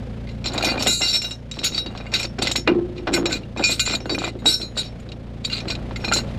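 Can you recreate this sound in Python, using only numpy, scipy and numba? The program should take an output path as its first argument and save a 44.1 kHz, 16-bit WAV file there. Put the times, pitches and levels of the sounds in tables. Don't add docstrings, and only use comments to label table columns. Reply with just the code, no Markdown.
import sys
import numpy as np
from scipy import signal
from scipy.fft import rfft, irfft
from scipy.io import wavfile
from scipy.ndimage import uniform_filter1d, minimum_filter1d
from numba import njit

SR = 44100
rng = np.random.default_rng(int(sys.argv[2]) if len(sys.argv) > 2 else 0)


def pcm_store(signal):
    levels = np.round(np.clip(np.atleast_2d(signal), -1, 1) * 32767)
    wavfile.write(sys.argv[1], SR, levels.astype(np.int16).T)


N = 281358

# time_s, firing_hz, background_db
BACKGROUND = [(0, 28.9, -34.5), (.1, 28.25, -35.5), (.43, 28.83, -35.5), (.91, 28.84, -37),
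              (1.1, 28.69, -42.5), (1.87, 28.5, -39.5), (2.45, 28.93, -37), (3.13, 28.33, -40),
              (3.73, 28.45, -37.5), (4.42, 28.48, -38.5), (4.78, 28.77, -41), (4.9, 29.1, -40),
              (5.2, 28.8, -39), (5.67, 28.91, -36), (6.15, 28.74, -34), (6.38, 29.1, -33.5)]
# firing_multiple, level_db
EXHAUST_ORDERS = [(1, -21), (2, 2), (3, -7.5), (4, 1), (5, -5), (6, -18.5), (7, -6.5), (8, -5.5), (9, -7),
                  (10, -42), (11, -18), (12, -28.5), (13, -14.5), (14, -22), (15, -25.5), (16, -53),
                  (17, -39.5), (18, -16), (19, -26.5), (20, -33.5), (21, -36), (22, -32)]
# frequency_hz, density_db
STREET_SPECTRUM = [(15, -36), (25, 7), (54, -2.5), (219, 1), (301, -15), (373, -16.5), (450, -7.5),
                   (543, -7.5), (1060, -22.5), (2020, -24), (3540, -28), (12400, -53), (15000, -91.5)]

# start_s, links_db, then relative to the links hook_db, ring_db, overtones_db,
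# shackle_db, then the pitches driven hardest, link_hz, hook_hz
CLINKS = [(0.271, -32, 2.5, -27, -37, -35, 3710, 2140), (0.29, -24.5, -10, -20, -35, -32, 3950, 2080),
          (0.3137, -35, -18, -25, -18, -32, 3700, 2580), (.442, -15.5, -4, -17, -13, -34, 4120, 2580),
          (0.4581, -6.5, -26, -36, -16, -40, 3840, 2390), (.519, -21, -8, -29, -21, -28, 4150, 2350),
          (0.5337, -17, -12, -19, -7, -16, 4030, 2300), (0.5536, -24, -3, -12, -18, -29, 4270, 2420),
          (0.5782, -4.5, -21, -27, -16, -26, 3790, 2400), (0.609, -12.5, -2, -32, -30, -35, 4280, 1370),
          (0.625, -7, -7, -20, -24, -17, 3850, 2390), (0.645, -2.5, -12, -11.5, -16, -14.5, 4680, 2390),
          (.7763, -17, -2, -23, -26, -34, 3840, 2470), (0.7969, -15, -12, -17, -25, -27, 4490, 1470),
          (.823, -3.5, -32, -10, -16, -15, 3855, 2440), (0.8693, 0, -8, -14, -6.5, -14, 3827, 2800),
          (1.0156, -8, -5, -6, -15, -43, 3830, 2800), (1.218, -9.5, -14.5, -10, -15, -23, 3920, 2770),
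          (1.2434, -12, -6.5, -10, -24, -23, 3840, 2800), (1.3087, -15.5, -11.5, -30, -11, -35, 3840, 2790),
          (1.513, -15, -14, -7, -7, -29, 3840, 2380), (1.5523, -33, 1, -12, -14, -22, 3900, 2580),
          (1.5892, -10.5, -13, -18, -22, -31, 3880, 2220), (1.6342, -18, -13, -6, -24, -31, 3730, 2830),
          (1.6412, -4.5, -11, -29, -22, -11, 4370, 2800), (1.72, -22, -6, -31, -37, -30, 3840, 2360),
          (1.7458, -12.5, -21, -32, -27, -40, 4560, 2820), (1.7778, -3.5, -22, -23, -30, -33, 3840, 2920),
          (1.8616, -15.5, -15, -29, -37, -41, 4560, 2800), (1.959, -30, -18, -15, -24, -33, 4140, 2420),
          (1.975, -18, -11, -18, -28, -33, 3760, 1370), (2.0072, -27, 1, -34, -31, -39, 3830, 2500),
          (2.0647, -28.5, 8, -28, -14, -33, 4530, 2200), (2.1177, -24, 2, -9, -26, -21, 4500, 2380),
          (2.138, 0, -30, -16, -27, -23.5, 3760, 2560), (2.1968, -8, -6, -14.5, -17, -18, 3620, 2500),
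          (2.2297, -8, -8, -13, -10, -27, 4300, 2470), (2.25, -12.5, -6, -31, -33, -35, 4560, 2500),
          (2.3873, -13.5, -1, -16, -17, -31, 4050, 1470), (2.4218, 0.5, -16, -21, -14, -21.5, 3770, 2760),
          (2.4707, 0, -9, -24, -15, -28, 4000, 2080), (2.5142, -2, -24, -12, -3, -16.5, 3860, 1890),
          (2.5581, 1.5, -13, -24, -21, -21, 3880, 2070), (2.675, -10, 5, -40, -40, -44, 3700, 2366),
          (2.965, -35, -6, -24, -31, -42, 4035, 2230), (2.9801, -25, 2.5, -26, -32, -41, 3870, 2610),
          (3.0725, -18, 9.5, -15, -27, -35, 3706, 1340), (3.1381, -3, -13, -14.5, -3.5, -14, 4056, 2210),
          (3.2568, -3.4, -12, -16, -13, -29, 3840, 2440), (3.3002, -20, -2, -22, -20, -33, 3920, 1510),
          (3.32, -14.5, -17, -23, -3, -33, 3850, 2760), (3.3267, -7.5, -27, -14, -12, -31, 4150, 2350),
          (3.4325, -32, 8, -22, -43, -37, 4220, 2920), (3.5722, -21.5, 3, -13, -15, -27, 3790, 2440),
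          (3.6241, -20, 4, -16, -21, -30, 3900, 2420), (3.6379, -4.5, -6.5, -8.5, -9.5, -25, 3700, 2440),
          (3.7773, -30, -3, -12, -19, -21, 4550, 2400), (3.7949, 1, -11.5, -16.5, -10, -22, 3700, 2290),
          (3.854, -16, -12, -10, 1.5, -31, 4147, 2430), (3.9506, -5.5, -32, -27, -8, -25, 3880, 2400),
          (4.003, -27.5, -4, -5, -28, -28, 4750, 2400), (4.056, -27, -2, -27, -25, -20.5, 4280, 1370),
          (4.0947, -9, -12, -24, -36, -37, 4560, 2440), (4.147, -12, -1.5, -22, -25, -20, 4450, 2490),
          (4.1853, -10, -20, -16, -14, -32, 4340, 2480), (4.228, -22, -7, -27, -21, -28, 4000, 2410),
          (4.2425, -14, 3, -30, -6, -22, 3825, 2490), (4.3886, -33, -8, -28, -17, -17, 3580, 2080),
          (4.4583, -0.5, -19.5, -15, -13.5, -25, 3835, 1510), (4.6137, -15, -28, -26, -25, -21, 4080, 2430),
          (4.7563, -29, -20, -30, -19, -28, 4100, 2435), (4.774, -7.5, -15.5, -29, -17, -26, 3830, 2360),
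          (4.9986, -38, 4, -21, -4, -8, 3780, 2340), (5.089, -26.5, -16, -22, -30, -38, 3800, 1420),
          (5.118, -18.5, -10, -27, -36, -40, 3820, 2740), (5.448, -6, -29, -26, -18, -26.5, 3900, 2442),
          (5.4983, -15, -3, -27, -27, -29, 4630, 2820), (5.5278, -9, -11, -39, -30, -28, 4200, 2800),
          (5.6032, -14.5, -8, -18, -34, -31, 3800, 2524), (5.682, -12.5, -22, -25, -34, -31, 3700, 2580),
          (5.7027, -7.5, -7, -12, -27, -30, 4000, 2580), (5.7512, -13, -10, -31, -34, -41, 3990, 2440),
          (5.9165, -36, -1, -21, -31, -32, 4116, 2440), (5.9594, -14, -2.5, -22, -18, -27, 4370, 2130),
          (6.0069, -36, 5, -25, -25, -27, 4246, 2400), (6.0452, -10.5, -6, -17, -35, -24.5, 4150, 2480),
          (6.0815, -14, -5, -26, -15, -30, 4150, 2450), (6.121, -8, 5.5, -30, -8, -19, 4180, 1380),
          (6.134, -6.5, -21, -8, -3.5, -13, 4150, 2790), (6.1709, -8.5, -17, -18, -22, -24, 4120, 2700),
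          (6.2883, -33.5, -2, -28, -30, -23, 3820, 2427)]
# start_s, hold_s, links_db, then relative to the links hook_db, ring_db,
# overtones_db, shackle_db, then grip (0 free, 1 held)
SCRAPES = [(0.459, 0.013, -17, -18, -14, -28, -26, 0.46), (.55, 0.095, -32, 6, -22, -19, -23, 0.69),
           (.65, 0.033, -17, -0.5, -9, -22, -31, 0.47), (.69, 0.021, -22.5, 3, -13, -25, -21.5, 0.33),
           (0.792, 0.11, -20.5, -5.5, -9, -8.5, -15, 0.78), (.87, 0.058, -21.5, -16, -15, -1.5, -10, 0.16),
           (.94, .06, -32, -12, -9, 2.5, -7, 0.18), (1.02, 0.083, -19, -12.5, -1.5, -14, -17.5, 0.15),
           (1.13, 0.026, -14.5, -8, -5, -14, -16, 0.32), (1.221, 0.11, -35, -21, -1, -19, -14, 0.43),
           (1.53, 0.11, -34.5, -7, -8, -19, -19, 0.75), (1.638, 0.027, -12.5, -18, -7.5, -16, -27, 0.41),
           (1.73, 0.063, -27.5, -4, -6.5, -24, -20, .35), (1.865, 0.011, -38, -8, -22, -26, -24, 0.48),
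           (1.9, 0.32, -51.5, 7, -14, -15, -12, 0.63), (2.139, 0.021, -13, -2.5, -21, -20, -33, 0.44),
           (2.19, 0.048, -23.5, 1, -2, -18, -12, 0.75), (2.42, 0.08, -19.5, -19, -15, -25, -25, 0.61),
           (2.515, .01, -25, -9, -28, 2, -14, 0.96), (2.56, 0.013, -20, -7, -4, -10, -20, 0.61),
           (2.676, 0.0091, -30.5, 22.5, -16.5, -32, -34, .7), (2.97, 0.011, -37, 3, -21, -27, -32, 0.67),
           (3.133, 0.016, -20, 10.5, -8.5, -5, -10, 0.59), (3.3, 0.057, -23.5, 3.5, -19, -10, -18, 0.56),
           (3.58, .05, -41, 3, -12, 0, -11, 0.28), (3.651, 0.053, -20.5, -4, -11, -2.5, -15.5, 0.15),
           (3.7, 0.034, -16.5, -12.5, -15, -13, -12, 0.27), (3.795, 0.016, -23.5, 0.5, -15, -1, -8, 0.34),
           (3.861, 0.071, -17.5, -3.5, -15.5, -7.5, -22.5, 0.58),
           (4.1, 0.039, -31.5, -14, -1, -9, -19, 0.26), (4.201, 0.083, -27, 6, -13.5, -10.5, -19, 0.71),
           (4.459, 0.04, -15, -14, -14, -19, -8.5, 0.21), (4.511, 0.031, -22, -24.5, 3, -13, -20.5, 0.18),
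           (4.6, 0.02, -29.5, -10, -14.5, -20, -21, 0.32),
           (4.771, 0.025, -20, -13.5, -15.5, -14, -18, 0.18),
           (4.82, 0.035, -27.5, -18, -14, -30, -27, 0.53), (5.446, 0.013, -24.5, -13, -22, -18, -24, 0.49),
           (5.518, 0.063, -20.5, -6.5, -33, -25, -30, 0.51), (5.679, 0.041, -25.5, 0, -22, -15, -18, 0.58),
           (6.0, 0.1, -39.5, 5, -6, -20, -13, 0.58), (6.14, 0.04, -19.5, -2, -19, -9.5, -16, 0.49)]
# start_s, hold_s, added_grip
CHOKES = [(0.499, 0.02, 0.5), (0.833, 0.014, 0.1), (1.18, .025, 0.16), (1.349, .03, 0.05),
          (1.677, .03, 0.27), (1.847, .02, 0), (2.26, 0.088, .3), (2.404, .015, 0), (2.447, 0.018, 0.4),
          (2.488, .02, 0), (2.535, 0.018, 0.14), (2.608, .05, 0.1), (2.701, .1, 0.2), (3.203, .04, .3),
          (3.377, .1, 0.41), (3.731, 0.054, 0.28), (3.833, .02, 0.06), (3.958, 0.054, 0.25),
          (4.148, 0.021, 0.34), (4.305, 0.085, 0.55), (4.483, 0.01, 0.2), (4.553, 0.02, 0.2),
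          (4.68, 0.053, 0.16), (4.815, .02, 0.28), (4.89, .08, 0.4), (4.99, 0.17, .3), (5.463, 0.026, 0.08),
          (5.596, 0.056, 0.14), (5.737, .09, 0.18), (6.205, 0.049, 0.33)]
# relative_db, nominal_t60_s
LINK_HZ = [3430, 3600, 3735, 3833, 3880, 3950, 4095, 4146, 4300, 4460, 4550, 4660]
LINK_MODES = [(-15, 0.054), (-15, .06), (-22.5, 0.078), (-2.5, 0.21), (-10.5, .15), (-11, 0.087),
              (-2.5, 0.17), (0, 0.12), (-9, .06), (-23.5, 0.044), (1.5, 0.086), (-11.5, 0.092)]
HOOK_HZ = [1400, 1510, 2060, 2130, 2440, 2520, 2800]
HOOK_MODES = [(-5, 0.11), (-1, 0.16), (-1.5, 0.11), (-1.5, 0.074), (2, 0.16), (-0.5, 0.038), (-0.5, 0.21)]
RING_HZ = [5432, 5465, 5520, 6076]
RING_MODES = [(-6, 0.22), (-5.5, 0.07), (-11.5, 0.073), (-15.5, 0.17)]
OVERTONE_HZ = [7050, 7148, 7313, 7455, 7600]
OVERTONE_MODES = [(-2.5, 0.12), (3, 0.09), (-4.5, 0.076), (3, 0.077), (-10, 0.096)]
SHACKLE_HZ = [6764, 7979, 8590, 8810]
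SHACKLE_MODES = [(0, 0.31), (0.5, 0.06), (-9, 0.13), (-16, 0.3)]
TREBLE_HZ = [9710, 10590, 10850, 10950, 11700, 11860, 12140, 12300, 13010, 13150, 13420, 13700, 14280,
             15300]
TREBLE_MODES = [(3, 0.14), (-1, 0.24), (3, 0.1), (-4.5, 0.55), (5.5, 0.13), (-4, 0.26), (-1.5, .3),
                (-15.5, .3), (-2, 0.21), (-9.5, 0.25), (-30, .25), (-17, .25), (-21, .25), (-27, 0.31)]
CHASSIS_HZ = [175, 235, 285, 320, 345, 362, 380, 448, 507, 750, 1040, 1310]
CHASSIS_MODES = [(-4, 0.38), (-7.5, 0.25), (-3, 0.33), (-7, 0.7), (3, 0.35), (0.5, 0.49), (-22, 0.16),
                 (-12, 0.2), (-13.5, 0.28), (-20, 0.21), (-16.5, 0.04), (-20.5, 0.06)]
# frequency_hz, density_db
CRACK_SPECTRUM = [(530, -11.5), (900, -23.5), (1370, -4), (1620, -12.5), (2450, 0.5), (3320, -2.5),
                  (3780, 5.5), (5080, -6.5), (5320, -15), (7230, -12.5), (9260, -31), (12100, -42.5),
                  (15000, -111)]

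# start_s, hold_s, grit_db, rumble_db
DRAGS = [(0.438, 0.12, -30, -30), (0.542, 0.18, -21, -24), (0.74, 0.085, -22.5, -29),
         (.86, .02, -25.5, -30), (1.006, 0.15, -30, -33), (1.227, 0.09, -36.5, -38.5),
         (1.594, 0.073, -31.5, -28.5), (1.717, 0.063, -32, -30.5), (1.862, 0.3, -36.5, -35),
         (2.132, 0.097, -32, -34), (2.385, .03, -26, -23.5), (2.47, 0.046, -39, -46),
         (2.558, 0.0073, -33, -45.5), (2.672, 0.013, -21, -12), (2.714, 0.089, -35.5, -27),
         (2.955, .04, -53.5, -30), (3.071, 0.018, -17.5, -17), (3.132, 0.077, -24, -20),
         (3.212, 0.036, -45, -24), (3.287, 0.058, -29, -24), (3.57, .05, -23, -26.5),
         (3.861, 0.099, -32, -29), (4.077, 0.21, -44, -26), (4.444, 0.012, -30, -24),
         (4.475, 0.056, -35, -40.5), (4.6, 0.048, -36, -34.5), (4.768, 0.03, -31, -32.5),
         (5.057, 0.34, -47, -39.5), (5.475, 0.66, -36, -35.5), (6.061, 0.072, -38, -32),
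         (6.165, 0.015, -27, -30), (6.2, 0.11, -36, -38)]
# start_s, knock_db, thump_db (relative to the knock), grit_t60_s
KNOCKS = [(0.45, -18, -25, 0.08), (0.515, -24, 2, 0.34), (0.548, -20, -9, 0.19), (0.637, -8, -14, 0.055),
          (0.658, -20, -15, 0.057), (0.758, -18.5, 2, 0.15), (0.805, -10.5, -18, 0.094),
          (0.864, -7.5, -3, 0.086), (1.012, -13, -6, 0.078), (1.241, -23, -16, 0.077),
          (1.569, -23.5, -4, 0.12), (1.861, -20, 1.5, 0.061), (1.951, -19.5, -35, 0.089),
          (2.002, -18, -14, 0.051), (2.125, -20.5, -12, 0.11), (2.146, -25, -9, 0.07),
          (2.205, -18.5, -11, 0.1), (2.245, -18, -2, 0.073), (2.385, -14, -4.5, 0.088),
          (2.419, -7, -10, 0.068), (2.449, -18, -22, 0.075), (2.466, -13.5, -15, 0.064),
          (2.49, -20, -2, 0.062), (2.511, -13.5, -10, 0.041), (2.555, -10.5, -6, 0.045),
          (2.581, -23.5, 4.5, 0.086), (2.675, 2, -18, 0.083), (2.69, -14.5, 8, 0.058),
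          (2.984, -31.5, 5, 0.073), (3.074, -7, -8.5, 0.098), (3.136, -28, 8, 0.08),
          (3.177, -8.5, -2, 0.079), (3.255, -12, -17, 0.21), (3.346, -28, -16, 0.15),
          (3.563, -16.5, -2, 0.062), (3.595, -8.5, -2.5, 0.099), (3.607, -19, -13, 0.068),
          (3.693, -15.5, -1, 0.17), (3.804, -40, -24, 0.1), (3.876, -11, -18, 0.029),
          (3.901, -19, 2, 0.027), (3.911, -18, -14, 0.037), (3.938, -13.5, -22, 0.078),
          (4.004, -23.5, 4, 0.073), (4.057, -15, 0, 0.045), (4.094, -11.5, -2.5, 0.19),
          (4.144, -22, 6, 0.038), (4.181, -15.5, 0, 0.049), (4.218, -13.5, -16, 0.048),
          (4.239, -12, -8.5, 0.14), (4.277, -17, -22, 0.064), (4.353, -30, 8, 0.075),
          (4.421, -26, 3.5, 0.14), (4.456, -7.5, 0, 0.064), (4.599, -26.5, 6, 0.064),
          (4.768, -18.5, -3, 0.073), (5.445, -39, -9, 0.085), (5.656, -21.5, 3.5, 0.078),
          (5.699, -17, -20, 0.086), (5.91, -19.5, -9, 0.088), (6.041, -11, -26, 0.077),
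          (6.078, -13.5, -8, 0.076), (6.115, -4.5, -32, 0.073), (6.161, -11.5, -6.5, 0.065)]
# frequency_hz, density_db
GRIT_SPECTRUM = [(300, -14.5), (550, 3.5), (750, 2.5), (1000, -4.5), (1400, -5), (2200, -15), (4000, -17.5),
                 (8000, -47.5), (14000, -67.5)]
# time_s, touch_db
HOOK_TOUCH = [(0, -19), (1.2, -21.5), (2.3, -13), (2.62, -12), (2.66, -2.5), (3.25, -4), (3.33, -23),
              (4.4, -14), (4.6, -17.5), (6.38, -8.5)]
# frequency_hz, density_db
BOOM_SPECTRUM = [(100, -38.0), (180, 9.5), (330, 14.5), (550, 2.0), (1000, -40.5), (4000, -69.0)]
# frequency_hz, relative_db
SIDE_SPECTRUM = [(100, -57.0), (500, -50.0), (1200, -39.5), (2500, -50), (5000, -39.5), (8000, -25),
                 (10500, -7), (13000, 0)]

SCRAPE_RISE_S, DRAG_RISE_S, CHOKE_RISE_S = 0.019, 0.0084, 0.008


def undb(db):
    return 10 ** (np.asarray(db) / 20)


def curves(table):
    times, *columns = np.transpose(table)
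    return [np.interp(np.arange(N) / SR, times, column) for column in columns]


def colour(x, spectrum):
    hz, db = np.transpose(spectrum)
    size = 2048
    grid_hz = np.maximum(np.arange(size // 2 + 1), 1) * SR / size
    cepstrum = irfft(np.interp(np.log(grid_hz), np.log(hz), db) * np.log(10) / 20)
    cepstrum[1:size // 2] *= 2
    cepstrum[size // 2 + 1:] = 0
    response = irfft(np.exp(rfft(cepstrum)))
    return signal.fftconvolve(x, response / np.sqrt(np.sum(response ** 2)))[:N]


def wander(rate_hz, count=1):
    hold = int(SR / rate_hz)
    held = np.repeat(rng.standard_normal((count, N // hold + 1)), hold, axis=1)
    return uniform_filter1d(held, hold, axis=1)[:, :N]


def clicks(per_s, spread_db):
    size = undb(spread_db * np.minimum(rng.exponential(size=N), 4)) * rng.standard_normal(N)
    contacts = size * (rng.random(N) < per_s / SR)
    return contacts / np.sqrt(np.mean(contacts ** 2))


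def bursts(start_s, db, t60_s):
    envelope = np.zeros(N)
    for at_s, gain, tail_s in np.broadcast(start_s, undb(db), t60_s):
        first = int(at_s * SR)
        age = np.arange(min(int(tail_s * SR) + 1, N - first))
        envelope[first + age] += gain * 1000. ** (-age / (tail_s * SR))
    return envelope * rng.standard_normal(N)


def strokes(start_s, hold_s, db, rise_s, fade_db_s):
    grid = np.arange(0, N, 64)
    since_s = grid / SR - start_s[:, None]
    rise_db = -40 * np.maximum(-since_s / rise_s, 0)
    fade_db = -fade_db_s * np.maximum(since_s - hold_s[:, None], 0)
    power = np.sum(undb(db[:, None] + rise_db + fade_db) ** 2, axis=0)
    return np.interp(np.arange(N), grid, 10 * np.log10(power + 1e-10))


@njit
def resonate(force, step, detune, decay, damping, feed):
    out = np.zeros(force.shape[1])
    for m in range(len(step)):
        push, swing = 0j, 0j
        for i in range(len(out)):
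            if i % 64 == 0:
                turn = np.exp(1j * step[m] * (1 + detune[m, i]))
            push = push * turn * (1 - feed) + feed * force[m, i]
            swing = swing * turn * (1 - decay[m] * damping[i]) + push
            out[i] += swing.imag
    return out


def ring_part(hz, modes, blows, rub_db, damping, spread, contact_s):
    start_s, blow_db, chatter_s = blows
    mode_db, t60_s = np.transpose(modes)
    share = undb(mode_db) / np.sqrt(np.sum(undb(mode_db) ** 2))
    decay = np.log(1000) / (np.clip(t60_s, .01, 3) * SR)
    rubbing = clicks(2500, 3.2) * undb(rub_db + 3 * wander(25, len(hz)))
    force = rubbing * np.sqrt(4 * decay)[:, None]
    for bounce in range(6):
        scatter = rng.standard_normal((len(start_s), len(hz) + 1))
        delay_s = chatter_s / 5 * bounce * np.exp(.2 * scatter[:, -1])
        at = np.minimum(((start_s + delay_s) * SR).astype(int), N - 1)
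        bounce_db = blow_db.reshape(len(start_s), -1) - 2.48 * bounce + 4.5 * scatter[:, :-1]
        force[:, at] += undb(bounce_db).T
    detune = spread * wander(30, len(hz))
    step = 2 * np.pi * np.array(hz) / SR
    feed = min(1 / (contact_s * SR), 1.)
    return resonate(force * share[:, None] + 1e-18, step, detune, decay, damping, feed)


def truck_and_street():
    firing_hz, background_db = curves(BACKGROUND)
    order, order_db = np.transpose(EXHAUST_ORDERS)[:, :, None]
    firings = np.cumsum(firing_hz) / SR
    phase = 2 * np.pi * (firings * order + rng.random(order.shape))
    waver_db = 0.7 * wander(9, len(order))
    wobble = 0.1 * order * wander(6, len(order))
    hum = np.sum(undb(order_db + waver_db) * np.sin(phase + wobble), axis=0)
    throb = 1 + 0.29 * np.cos(2 * np.pi * firings)
    noise = throb * undb(1.8 * wander(4.5)[0]) * colour(rng.standard_normal(N), STREET_SPECTRUM)
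    noise_db = -39 + 0.96 * (background_db - np.mean(background_db))
    return undb(background_db + 1) * hum + undb(noise_db) * noise


def contact_lift(hz, loudest_hz, range_db, width):
    distance = np.log(np.array(hz) / loudest_hz[:, None]) / width
    return range_db * (np.exp(-distance ** 2) - .5)


def crack_and_rasp(start_s, blow_db, scrape_db, grip):
    crack = bursts(start_s, -16 + 0.93 * blow_db, t60_s=.04)
    rasp = undb(scrape_db - 14 + 7.5 * (grip - 0.4)) * clicks(1800, 2.8)
    return colour(crack + rasp, CRACK_SPECTRUM)


def grip_damping(grip):
    t = np.arange(N) / SR
    choke = sum(added * ((t > start_s) & (t < start_s + hold_s)) for start_s, hold_s, added in CHOKES)
    total_grip = grip + uniform_filter1d(choke, int(CHOKE_RISE_S * SR))
    return 43.0 ** (np.clip(total_grip, 0, 1.3) - .33)


def tow_chain():
    start_s, blow_db, hook_db, ring_db, overtone_db, shackle_db, link_hz, hook_hz = np.transpose(CLINKS)
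    rub_s, hold_s, links_db, *relative_db, scrape_grip = np.transpose(SCRAPES)
    link_rub_db, hook_rub_db, ring_rub_db, overtone_rub_db, shackle_rub_db, treble_rub_db = [
        strokes(rub_s, hold_s, links_db + db, SCRAPE_RISE_S, fade_db_s=425)
        for db in [0, *relative_db, relative_db[-1] - 6]]
    grip = np.interp(np.arange(N) / SR, rub_s + hold_s / 2, scrape_grip)
    damping = grip_damping(grip)

    def part(hz, modes, hit_db, rub_db, spread, contact_s=.001, grip_share=1):
        blows = (start_s, hit_db, .009)
        return ring_part(hz, modes, blows, rub_db, damping ** grip_share, spread, contact_s)

    link_lift_db = contact_lift(LINK_HZ, link_hz, range_db=11, width=.016)
    hook_lift_db = contact_lift(HOOK_HZ, hook_hz, range_db=12, width=.052)
    latest = np.maximum(np.searchsorted(start_s * SR, np.arange(N)) - 1, 0)
    steel = part(LINK_HZ, LINK_MODES, blow_db[:, None] - 12.5 + link_lift_db,
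                 link_rub_db - 5 + .5 * link_lift_db[latest].T, spread=.0018, contact_s=.0019)
    steel += part(HOOK_HZ, HOOK_MODES, (blow_db + hook_db)[:, None] - 9.5 + hook_lift_db,
                  hook_rub_db - 7.5 + .48 * hook_lift_db[latest].T, spread=.0022, contact_s=.0011)
    steel += part(RING_HZ, RING_MODES, blow_db + ring_db - 10, ring_rub_db - 6,
                  spread=.0008, grip_share=.35)
    steel += part(OVERTONE_HZ, OVERTONE_MODES, blow_db + overtone_db - 9, overtone_rub_db - 4,
                  spread=.002, grip_share=.95)
    steel += part(SHACKLE_HZ, SHACKLE_MODES, blow_db + shackle_db - 9, shackle_rub_db - 4,
                  spread=.0005, grip_share=.7)
    steel += part(TREBLE_HZ, TREBLE_MODES, blow_db + shackle_db - 18, treble_rub_db - 7,
                  spread=.0006, contact_s=.0025, grip_share=.8)
    return steel + crack_and_rasp(start_s, blow_db, link_rub_db, grip)


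def gravel():
    start_s, knock_db, _, t60_s = np.transpose(KNOCKS)
    drag_s, hold_s, grit_db, _ = np.transpose(DRAGS)
    taps = bursts(start_s, knock_db - 7, t60_s=.012)
    loose_stones = bursts(start_s, knock_db - 14, t60_s)
    crunch_db = strokes(drag_s, hold_s, grit_db, DRAG_RISE_S, fade_db_s=254)
    crunch = undb(crunch_db - 9.5) * clicks(900, 2.35)
    return colour(taps + loose_stones + crunch, GRIT_SPECTRUM)


def chassis():
    start_s, knock_db, thump_db, t60_s = np.transpose(KNOCKS)
    drag_s, hold_s, _, rumble_db = np.transpose(DRAGS)
    touch_db, = curves(HOOK_TOUCH)
    drag_db = strokes(drag_s, hold_s, rumble_db, DRAG_RISE_S, fade_db_s=120)
    hit_db = knock_db + thump_db
    blows = (start_s, hit_db + touch_db[(start_s * SR).astype(int)] - 11.5, 0.13 * t60_s)
    thump = ring_part(CHASSIS_HZ, CHASSIS_MODES, blows, drag_db + touch_db - 1.5,
                      damping=undb(-.4 * touch_db), spread=.0037, contact_s=.0014)
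    boom = bursts(start_s, hit_db - 9.5, 1.58 * t60_s)
    rumble = undb(drag_db - 8) * clicks(800, 3.9)
    return thump + colour(boom + rumble, BOOM_SPECTRUM)


def scene():
    mid = tow_chain() + gravel() + chassis() + truck_and_street()
    delayed = np.roll(mid, int(.0011 * SR))
    side = undb(-5) * wander(15)[0] * colour(delayed, SIDE_SPECTRUM)
    return mid + np.array([side, -side])


def record(dry):
    ceiling, top_hz, hold = .55, 15600, int(0.002 * SR)
    allowed_gain = np.minimum(1, ceiling / (np.max(np.abs(dry), axis=0) + 1e-9))
    gain = uniform_filter1d(minimum_filter1d(allowed_gain, 2 * hold), hold)
    lowpass = signal.ellip(10, .2, 80, top_hz, fs=SR, output="sos")
    return signal.sosfilt(lowpass, gain * dry)


dry = scene()
out = record(dry)
pcm_store(out)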